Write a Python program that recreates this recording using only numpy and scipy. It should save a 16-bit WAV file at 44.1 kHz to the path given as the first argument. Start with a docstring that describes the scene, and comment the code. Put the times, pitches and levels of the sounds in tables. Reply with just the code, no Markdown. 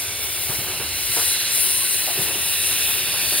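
"""An open yard, where a small steam locomotive slowly shunts a hopper wagon.
A bright jet of steam swells and sinks as flickering noise with two ringing bands; steam round the cylinders
is a broad rush with resonances, most of which sag as the engine moves. Underneath, noise bursts make faint
exhaust chuffs, and the wagon rumbles and knocks over the track with decaying thumps and ringing noise.
The coupling clanks once in decaying modes, flanges scrape and squeal, and a breeze touches the microphone."""
import sys
import numpy as np
from scipy import signal
from scipy.fft import rfft, irfft
from scipy.io import wavfile

SR = 44100
rng = np.random.default_rng(int(sys.argv[2]) if len(sys.argv) > 2 else 0)


def transcribe(signal):
    """Save signal, clipped to [-1, 1], as a 16-bit WAV file at the path in sys.argv[1]."""
    frames = np.atleast_2d(signal).T
    limited = np.clip(frames, -1, 1)
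    pcm = np.round(limited * 32767).astype(np.int16)
    wavfile.write(sys.argv[1], SR, pcm)


N = 149940
TIME = np.arange(N) / SR
HZ = np.maximum(np.arange(N // 2 + 1) * SR / N, 1)


def from_db(db):
    """Logarithmic level: 20 dB is a factor of ten in amplitude."""
    return 10 ** (np.asarray(db) / 20)


def rms_one(x):
    """Normalisation by effective value: scale to unit rms."""
    return x / np.sqrt(np.mean(x ** 2) + 1e-20)


def in_time(rows):
    """Linear interpolation of each column of a time curve, at every sample."""
    seconds, *columns = np.transpose(rows)
    return [np.interp(TIME, seconds, column) for column in columns]


def over_hz(points):
    """Interpolation along a logarithmic frequency axis, at every frequency."""
    hz, value = np.transpose(points)
    return np.interp(np.log(HZ), np.log(hz), value)


def drift(rate):
    """Low-passed random process: slow wander of spread 1, through two equal poles at `rate` Hz."""
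    step = 100  # samples between computed points
    pole = np.exp(-2 * np.pi * rate * step / SR)
    white = rng.standard_normal(N // step + 1002)
    slow = signal.lfilter([1], [1, -2 * pole, pole * pole], white)[1000:]  # skip the settling
    return np.interp(np.arange(N) / step, np.arange(len(slow)), rms_one(slow))


# Likeness of the two sides. Each row: frequency in Hz, left-right correlation from 0 to 1.
LIKENESS = [(40, .88), (100, .98), (370, .9), (700, .9), (2000, .94), (3000, .84), (3400, .74), (4000, .8),
            (4500, .54), (5200, .68), (5750, .99), (6250, .99), (6600, .75), (7000, .54), (8000, .72),
            (9000, .83), (10500, .72), (11500, .55), (12400, .18), (13700, .2), (14500, .5), (15500, .7)]


def stereo_spectrum():
    """Stereo coherence: white noise whose mid and side parts set how alike the two sides are."""
    alike = np.clip(over_hz(LIKENESS), 0, .995)
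    mid, side = rfft(rng.standard_normal((2, N)))
    return np.sqrt(1 + alike) * mid + np.sqrt(1 - alike) * side * [[1], [-1]]


def turbulence(colour, flicker_db, rate, count=14):
    """Turbulent noise: coloured, in overlapping bands that flicker partly together, partly alone; rms 1."""
    spectrum = stereo_spectrum() * from_db(over_hz(colour))
    ends = np.log([colour[0][0], colour[-1][0]])
    place = np.interp(np.log(HZ), ends, [0, count - 1])
    together = drift(rate)
    total = 0
    for k in range(count):
        band = irfft(spectrum * np.maximum(1 - abs(place - k), 0), N)
        # flicker_db is the spread of each band's own wander; the shared wander is half as wide
        total = total + band * from_db(flicker_db * (.5 * together + drift(rate)))
    return rms_one(total)


def resonance(hz, width_hz):
    """Resonance excited by noise: a peak, 3.6 dB down at the edges of its width, that may glide; rms 1."""
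    centre = np.mean(hz)
    response = 1 / (1 + (1.44 * (HZ - centre) / width_hz) ** 2)
    band = irfft(stereo_spectrum() * response, N)
    # shifting the analytic signal moves the whole peak along the glide
    glide = np.cumsum(np.zeros(N) + hz - centre) / SR
    return rms_one(np.real(signal.hilbert(band) * np.exp(2j * np.pi * glide)))


def burst(start, attack, hold, release):
    """Transient envelope: straight rise, hold until `hold` after the start, exponential fall."""
    age = TIME - start
    return np.clip(age / attack, 0, 1) * np.exp(-np.maximum(age - hold, 0) / release)


# Swell of the bright jet and of its top treble. Each row: time in seconds, level in dB before the raise.
JET_LEVEL = [(0, -27.5), (.13, -32), (.45, -29), (.7, -32.5), (.91, -32), (1.06, -26), (1.23, -22),
             (1.32, -22.5), (1.37, -28), (1.5, -28), (1.56, -20.5), (1.66, -24), (1.78, -24.5),
             (1.83, -25.5), (1.97, -24.5), (2.12, -31), (2.22, -27), (2.36, -29), (2.5, -25.5), (2.57, -27),
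             (2.66, -22.5), (2.78, -27.5), (2.83, -24.5), (2.97, -28), (3.03, -29.5), (3.4, -24.5)]
SIZZLE_LEVEL = [(0.0, -37), (0.14, -43), (0.25, -34), (0.28, -38), (0.43, -33), (0.92, -40), (0.95, -35),
                (1.2, -31), (1.5, -39), (1.56, -29), (1.59, -33), (1.63, -28), (1.69, -32), (2.26, -32.5),
                (2.31, -37), (2.53, -30.5), (2.67, -34.5), (2.91, -29.5), (3.09, -35.5), (3.4, -31)]
JET_RAISE_DB, SIZZLE_RAISE_DB = 1.3, 10.5
# Colour of the jet and of its top. Each row: frequency in Hz, relative density in dB per Hz.
JET_COLOUR = [(3000, -23.5), (5000, -10.5), (6000, -5.5), (6800, -9.5), (7600, -6), (8300, -3.5),
              (8700, -1), (9150, -1), (9650, 1), (10100, 1), (10700, .5), (11400, 1), (12000, -4),
              (12800, -10), (13600, -10), (15500, -26)]
SIZZLE_COLOUR = [(10000, -28), (12500, -8), (13400, -3), (14200, 1.5), (15000, -2.5), (16000, 1)]
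# Two ringing bands of the jet. Each row: time in seconds, centre in Hz, level in dB.
JET_LOW_RING = [(0, 9260, -46), (1.2, 9340, -44), (1.45, 9300, -38), (1.62, 9250, -27), (1.95, 9070, -27.5),
                (2.15, 9090, -40), (2.7, 9284, -31), (3.05, 9200, -42), (3.4, 9290, -32)]
JET_HIGH_RING = [(0, 11150, -54), (.48, 11020, -36), (.8, 10880, -57), (1.3, 10620, -31),
                 (1.45, 10610, -42), (1.62, 10620, -23.5), (2.1, 10660, -37.5), (2.3, 10600, -34.5),
                 (3.4, 10410, -31)]
JET_RING_WIDTH_HZ = 330


def steam_jet():
    """Jet noise: bright hiss, two ringing bands and a sizzling top, swelling as the plume blows about."""
    (jet_db,), (sizzle_db,) = in_time(JET_LEVEL), in_time(SIZZLE_LEVEL)
    hiss = turbulence(JET_COLOUR, flicker_db=1.58, rate=10.5, count=22)
    sizzle = turbulence(SIZZLE_COLOUR, flicker_db=1, rate=8.5, count=8)
    out = from_db(jet_db + JET_RAISE_DB) * hiss + from_db(sizzle_db + SIZZLE_RAISE_DB) * sizzle
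    for ring in (JET_LOW_RING, JET_HIGH_RING):
        hz, db = in_time(ring)
        out = out + from_db(db) * resonance(hz, JET_RING_WIDTH_HZ)
    return out


# Swell of the steam round the cylinders. Each row: time in seconds, level in dB.
RUSH_LEVEL = [(0, -31.5), (1.05, -30.5), (1.16, -27.5), (1.62, -25.5), (1.7, -29), (2.52, -30.5),
              (2.69, -27), (3.05, -29), (3.4, -26)]
# Colour of that steam. Each row: frequency in Hz, relative density in dB per Hz.
RUSH_COLOUR = [(600, -17.5), (1250, -12.5), (1520, -1), (1700, -2.5), (2150, -5), (2700, 1.5), (3250, 1),
               (3550, -2), (3750, -0.5), (4400, 2), (4850, -1), (5250, 1.5), (6000, 1), (7200, -4),
               (9000, -4.5), (13000, -16.5)]
# Five hollow resonances of that steam. Each row: time in seconds, centre in Hz, level in dB.
BOTTOM_HOLLOW = [(0, 2273, -38.5), (.8, 2197, -40.5), (1.248, 2061, -40), (1.55, 2154, -38),
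                 (1.749, 2059, -41.5), (2.349, 1933, -40), (2.8, 1838, -43), (3.4, 1746, -39.5)]
LOWER_HOLLOW = [(0, 2901, -48), (0.451, 2849, -43), (.7, 2779, -37), (1.2, 2792, -36), (1.749, 2765, -34),
                (2.301, 2726, -33), (2.9, 2680, -29.5), (3.4, 2601, -33)]
MIDDLE_HOLLOW = [(0, 3525, -41), (.27, 3500, -37.5), (.5, 3520, -47), (1, 3491, -49), (1.2, 3465, -41),
                 (1.6, 3473, -38), (1.8, 3490, -47), (2.4, 3556, -38), (3.4, 3486, -36.5)]
UPPER_HOLLOW = [(0, 4042, -49), (.9, 4026, -37), (1.35, 4027, -29), (1.65, 4014, -34), (1.9, 4021, -32),
                (2.3, 3948, -35.5), (2.75, 3869, -31.5), (3.05, 3762, -35.5), (3.4, 3640, -34.5)]
TOP_HOLLOW = [(0, 5550, -50), (1.3, 5254, -48), (2.1, 5167, -49), (2.9, 4725, -45), (3.299, 4423, -31.5)]
# Widths of the five resonances in Hz, from bottom to top.
HOLLOW_WIDTHS_HZ = (277, 440, 170, 338, 400)


def cylinder_steam():
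    """Resonant filtering of flow noise: a broad rush with hollows, most sinking as the engine moves."""
    rush_db, = in_time(RUSH_LEVEL)
    out = from_db(rush_db) * turbulence(RUSH_COLOUR, flicker_db=1.5, rate=5.6, count=24)
    hollows = (BOTTOM_HOLLOW, LOWER_HOLLOW, MIDDLE_HOLLOW, UPPER_HOLLOW, TOP_HOLLOW)
    for hollow, width_hz in zip(hollows, HOLLOW_WIDTHS_HZ):
        hz, db = in_time(hollow)
        out = out + from_db(db) * resonance(hz, width_hz)
    return out


def flutter():
    """Amplitude modulation: fine, fast sputter of escaping steam, as a gain of rms 1."""
    return rms_one(from_db(.5 * drift(90)))


# Swell of the rolling wagon. Each row: time in seconds, level in dB before the raise.
ROLL_LEVEL = [(0.0, -41.5), (0.45, -42.5), (0.68, -36.5), (0.83, -42), (1.98, -43), (2.28, -37.5),
              (2.55, -42), (3.4, -38.5)]
ROLL_RAISE_DB = 2.5
# Colour of the rolling. 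Each row: frequency in Hz, relative density in dB per Hz.
ROLL_COLOUR = [(20, -44), (33, -33), (47, -13), (65, -2.5), (85, 6), (120, 0), (190, -4.5), (260, -5.5),
               (370, -1), (480, -2.5), (700, -2), (1000, -5.5), (1400, -6), (2500, -17.5)]
# Drone of the fire and boiler. Each row: time in seconds, level in dB.
DRONE_LEVEL = [(0, -51), (.45, -49), (.6, -46), (.92, -43), (1.1, -49), (1.3, -50), (1.9, -53), (2.3, -53),
               (2.8, -48), (3.4, -54)]
DRONE_HZ, DRONE_WIDTH_HZ = 87, 24


def rumble():
    """Rolling noise: wheels on rails as low turbulence, over the narrow-band drone of the engine."""
    (roll_db,), (drone_db,) = in_time(ROLL_LEVEL), in_time(DRONE_LEVEL)
    roll = from_db(roll_db + ROLL_RAISE_DB) * turbulence(ROLL_COLOUR, flicker_db=1.5, rate=27)
    return roll + from_db(drone_db) * resonance(DRONE_HZ, DRONE_WIDTH_HZ)


# Swell of the breeze. Each row: time in seconds, level in dB.
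BREEZE_LEVEL = [(0, -52), (.5, -48), (1.1, -48), (1.3, -75), (3.4, -56)]
# Colour of the breeze. Each row: frequency in Hz, relative density in dB per Hz.
BREEZE_COLOUR = [(15, -34), (32, -18), (48, 9), (75, 2), (140, -23)]


def breeze():
    """Wind turbulence at the microphone: light, lumpy low noise that drops, then faintly returns."""
    level_db, = in_time(BREEZE_LEVEL)
    return from_db(level_db) * turbulence(BREEZE_COLOUR, flicker_db=5.0, rate=6, count=3)


# Wheel knocks on the track. Each row: start in seconds, thump level in dB, hopper ring level in dB.
KNOCKS = [(0.489, -26.5, -36.5), (.583, -30, -50), (0.667, -50, -43), (0.791, -36, -40), (.835, -46, -42),
          (1.093, -37.5, -54), (1.172, -36, -37), (2.073, -51, -39), (2.174, -52, -31), (2.187, -27, -52),
          (2.249, -50, -39), (2.291, -53, -41), (2.355, -54, -40), (2.70, -43, -47), (3.32, -39, -37)]
THUMP_HZ, THUMP_ATTACK_S, THUMP_DECAY_S = 130, .0057, .0057
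THUMP_SCATTER = .039  # spread of the thump pitch, as a fraction
RATTLE_HZ, RATTLE_WIDTH_HZ, RATTLE_HOLD_S, RATTLE_DECAY_S = 190, 45, .027, .022
RATTLE_DB = -15  # relative to the thump
RING_HZ, RING_WIDTH_HZ, RING_ATTACK_S, RING_HOLD_S, RING_DECAY_S = 376, 67, .0024, .0049, .025
ROLLING_RING_DB = -51  # rolling keeps the hopper ringing faintly


def knocks():
    """Impact excitation: each knock is a low frame thump, a dull rattle and a ring of the hopper."""
    thumps, rattle, shake = 0, 0, from_db(ROLLING_RING_DB)
    detunes = rng.standard_normal(len(KNOCKS))
    for (start, thump_db, ring_db), detune in zip(KNOCKS, detunes):
        hz = THUMP_HZ * (1 + THUMP_SCATTER * detune)
        swing = np.sin(2 * np.pi * hz * (TIME - start))
        thump_shape = burst(start, THUMP_ATTACK_S, 2.4 * THUMP_ATTACK_S, THUMP_DECAY_S)
        rattle_shape = burst(start, THUMP_ATTACK_S, RATTLE_HOLD_S, RATTLE_DECAY_S)
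        ring_shape = burst(start, RING_ATTACK_S, RING_HOLD_S, RING_DECAY_S)
        thumps = thumps + from_db(thump_db) * thump_shape * swing
        rattle = rattle + from_db(thump_db + RATTLE_DB) * rattle_shape
        shake = shake + from_db(ring_db) * ring_shape
    rattling = rattle * resonance(RATTLE_HZ, RATTLE_WIDTH_HZ)
    ringing = shake * resonance(RING_HZ, RING_WIDTH_HZ)
    return thumps + rattling + ringing


# Exhaust chuffs. Each row: start in seconds, time until the fall in seconds, level in dB,
# centre in Hz, spread to half amplitude on either side in octaves (before the treble roll-off).
CHUFFS = [(0.487, 0.04, -35.5, 850, 2), (0.668, .03, -43, 750, 1.2), (0.796, 0.03, -33.5, 950, 2.3),
          (1.163, 0.034, -32, 850, .95), (2.072, 0.032, -38, 850, 0.7), (2.173, .035, -39, 700, .55),
          (2.275, 0.02, -39, 1000, 0.68), (2.695, 0.029, -39.5, 910, 1.2), (2.881, 0.016, -35, 1300, 0.91),
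          (3.137, 0.016, -34, 1250, .75), (3.315, 0.032, -40.5, 600, 1.3)]
CHUFF_ATTACK_S, CHUFF_RELEASE_S = .0026, .028


def chuffs():
    """Pulsed exhaust flow: short soft puffs of noise from the chimney, each around its own pitch."""
    out, air = 0, stereo_spectrum()
    for start, length, db, hz, octaves in CHUFFS:
        peak = 1 / (1 + (np.log2(HZ / hz) / octaves) ** 2)
        roll_off = 1 / np.hypot(1, (HZ / (3 * hz)) ** 2)
        puff = rms_one(irfft(air * peak * roll_off, N))
        out = out + from_db(db) * burst(start, CHUFF_ATTACK_S, length, CHUFF_RELEASE_S) * puff
    return out


# Modes of the coupling. Each row: frequency in Hz, relative level in dB, time to fall 60 dB in seconds.
CLANK_MODES = [(460, 0, 0.33), (737, 1, 0.24), (940, -3, 0.23), (1150, -5, .17)]
CLANK_S, CLANK_DB = 1.168, -31.5


def clank():
    """Modal vibration: the coupling is struck once and rings as a sum of decaying sines."""
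    age = np.maximum(TIME - CLANK_S, 0)
    out = 0
    for hz, db, t60 in CLANK_MODES:
        out = out + from_db(CLANK_DB + db - 60 * age / t60) * np.sin(2 * np.pi * hz * age)
    return out


# Flange scrapes. Each row: start in seconds, time until the fall in seconds, level in dB, centre in Hz.
SCRAPES = [(1.564, .04, -40.5, 628), (1.837, .043, -38, 1540), (2.072, 0.029, -33.5, 680)]
SCRAPE_WIDTH_HZ, SCRAPE_ATTACK_S, SCRAPE_RELEASE_S = 110, .006, .018


def scrapes():
    """Sliding friction: flanges rub the rail in short bursts of narrow-band noise."""
    out = 0
    for start, length, db, hz in SCRAPES:
        shape = burst(start, SCRAPE_ATTACK_S, length, SCRAPE_RELEASE_S)
        out = out + from_db(db) * shape * resonance(hz, SCRAPE_WIDTH_HZ)
    return out


# Faint wheel squeal. Each row: time in seconds, centre in Hz, level in dB.
SQUEAL = [(1.64, 945, -72), (1.675, 974, -44), (1.73, 970, -46.5), (1.77, 1028, -47), (1.835, 1093, -43.5),
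          (1.87, 1107, -68)]
SQUEAL_WIDTH_HZ = 28


def squeal():
    """Friction-excited resonance: flanges on the rail give a thin, rough, rising note."""
    hz, db = in_time(SQUEAL)
    return from_db(db) * resonance(hz, SQUEAL_WIDTH_HZ)


def scene():
    """Superposition: engine, wagon and wind add in the open air."""
    steam = steam_jet() * flutter() + cylinder_steam() * flutter()
    wagon = rumble() + knocks() + clank() + scrapes() + squeal()
    return steam + wagon + breeze() + chuffs()


# Left-right balance of the stereo widening. Each row: frequency in Hz, left minus right level in dB.
BALANCE_DB = [(100, -.7), (400, -1.3), (1000, 0), (2000, -1), (2700, -4.3), (3300, -2.8), (4000, -5.5),
              (4600, -4), (5200, -6), (5800, 0), (6300, 0), (7000, 3), (7900, 0), (9200, 3.3), (10700, 5.7),
              (12300, 1), (13200, 2), (14200, 9.5), (15700, 6)]
# Left-right phase of the stereo widening. 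Each row: frequency in Hz, phase by which left leads in radians.
LEAD = [(100, .05), (2200, 0), (3200, .55), (4000, .45), (4500, 1.3), (5000, 1.9), (5700, 3.05),
        (6300, 3.25), (7000, 4.3), (7400, 4.8), (7900, 6.2), (8500, 5.8), (10000, 6.5), (12100, 5.7),
        (13100, 7.6), (14100, 12), (15500, 11.8)]
NOTCH_HZ, NOTCH_WIDTH_HZ = 7830, 480
CUTOFF_HZ, CUTOFF_DB_PER_HZ = 15750, .3


def record(dry):
    """Linear filtering: stereo widening sets side levels and phase; one narrow notch, and the top is cut."""
    sides = np.array([[1], [-1]])
    pan = from_db(sides * over_hz(BALANCE_DB) / 2)
    pan = pan / np.sqrt(np.mean(pan ** 2, axis=0))  # keep the power of the two sides together
    lag = np.exp(-1j * over_hz(LEAD) * np.array([[0], [1]]))  # only the right lags
    notch = (HZ - NOTCH_HZ) / (HZ - NOTCH_HZ - .5j * NOTCH_WIDTH_HZ)
    low_pass = from_db(-np.clip((HZ - CUTOFF_HZ) * CUTOFF_DB_PER_HZ, 0, 90))
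    return irfft(rfft(dry) * pan * lag * notch * low_pass, N)


dry = scene()
out = record(dry)
transcribe(out)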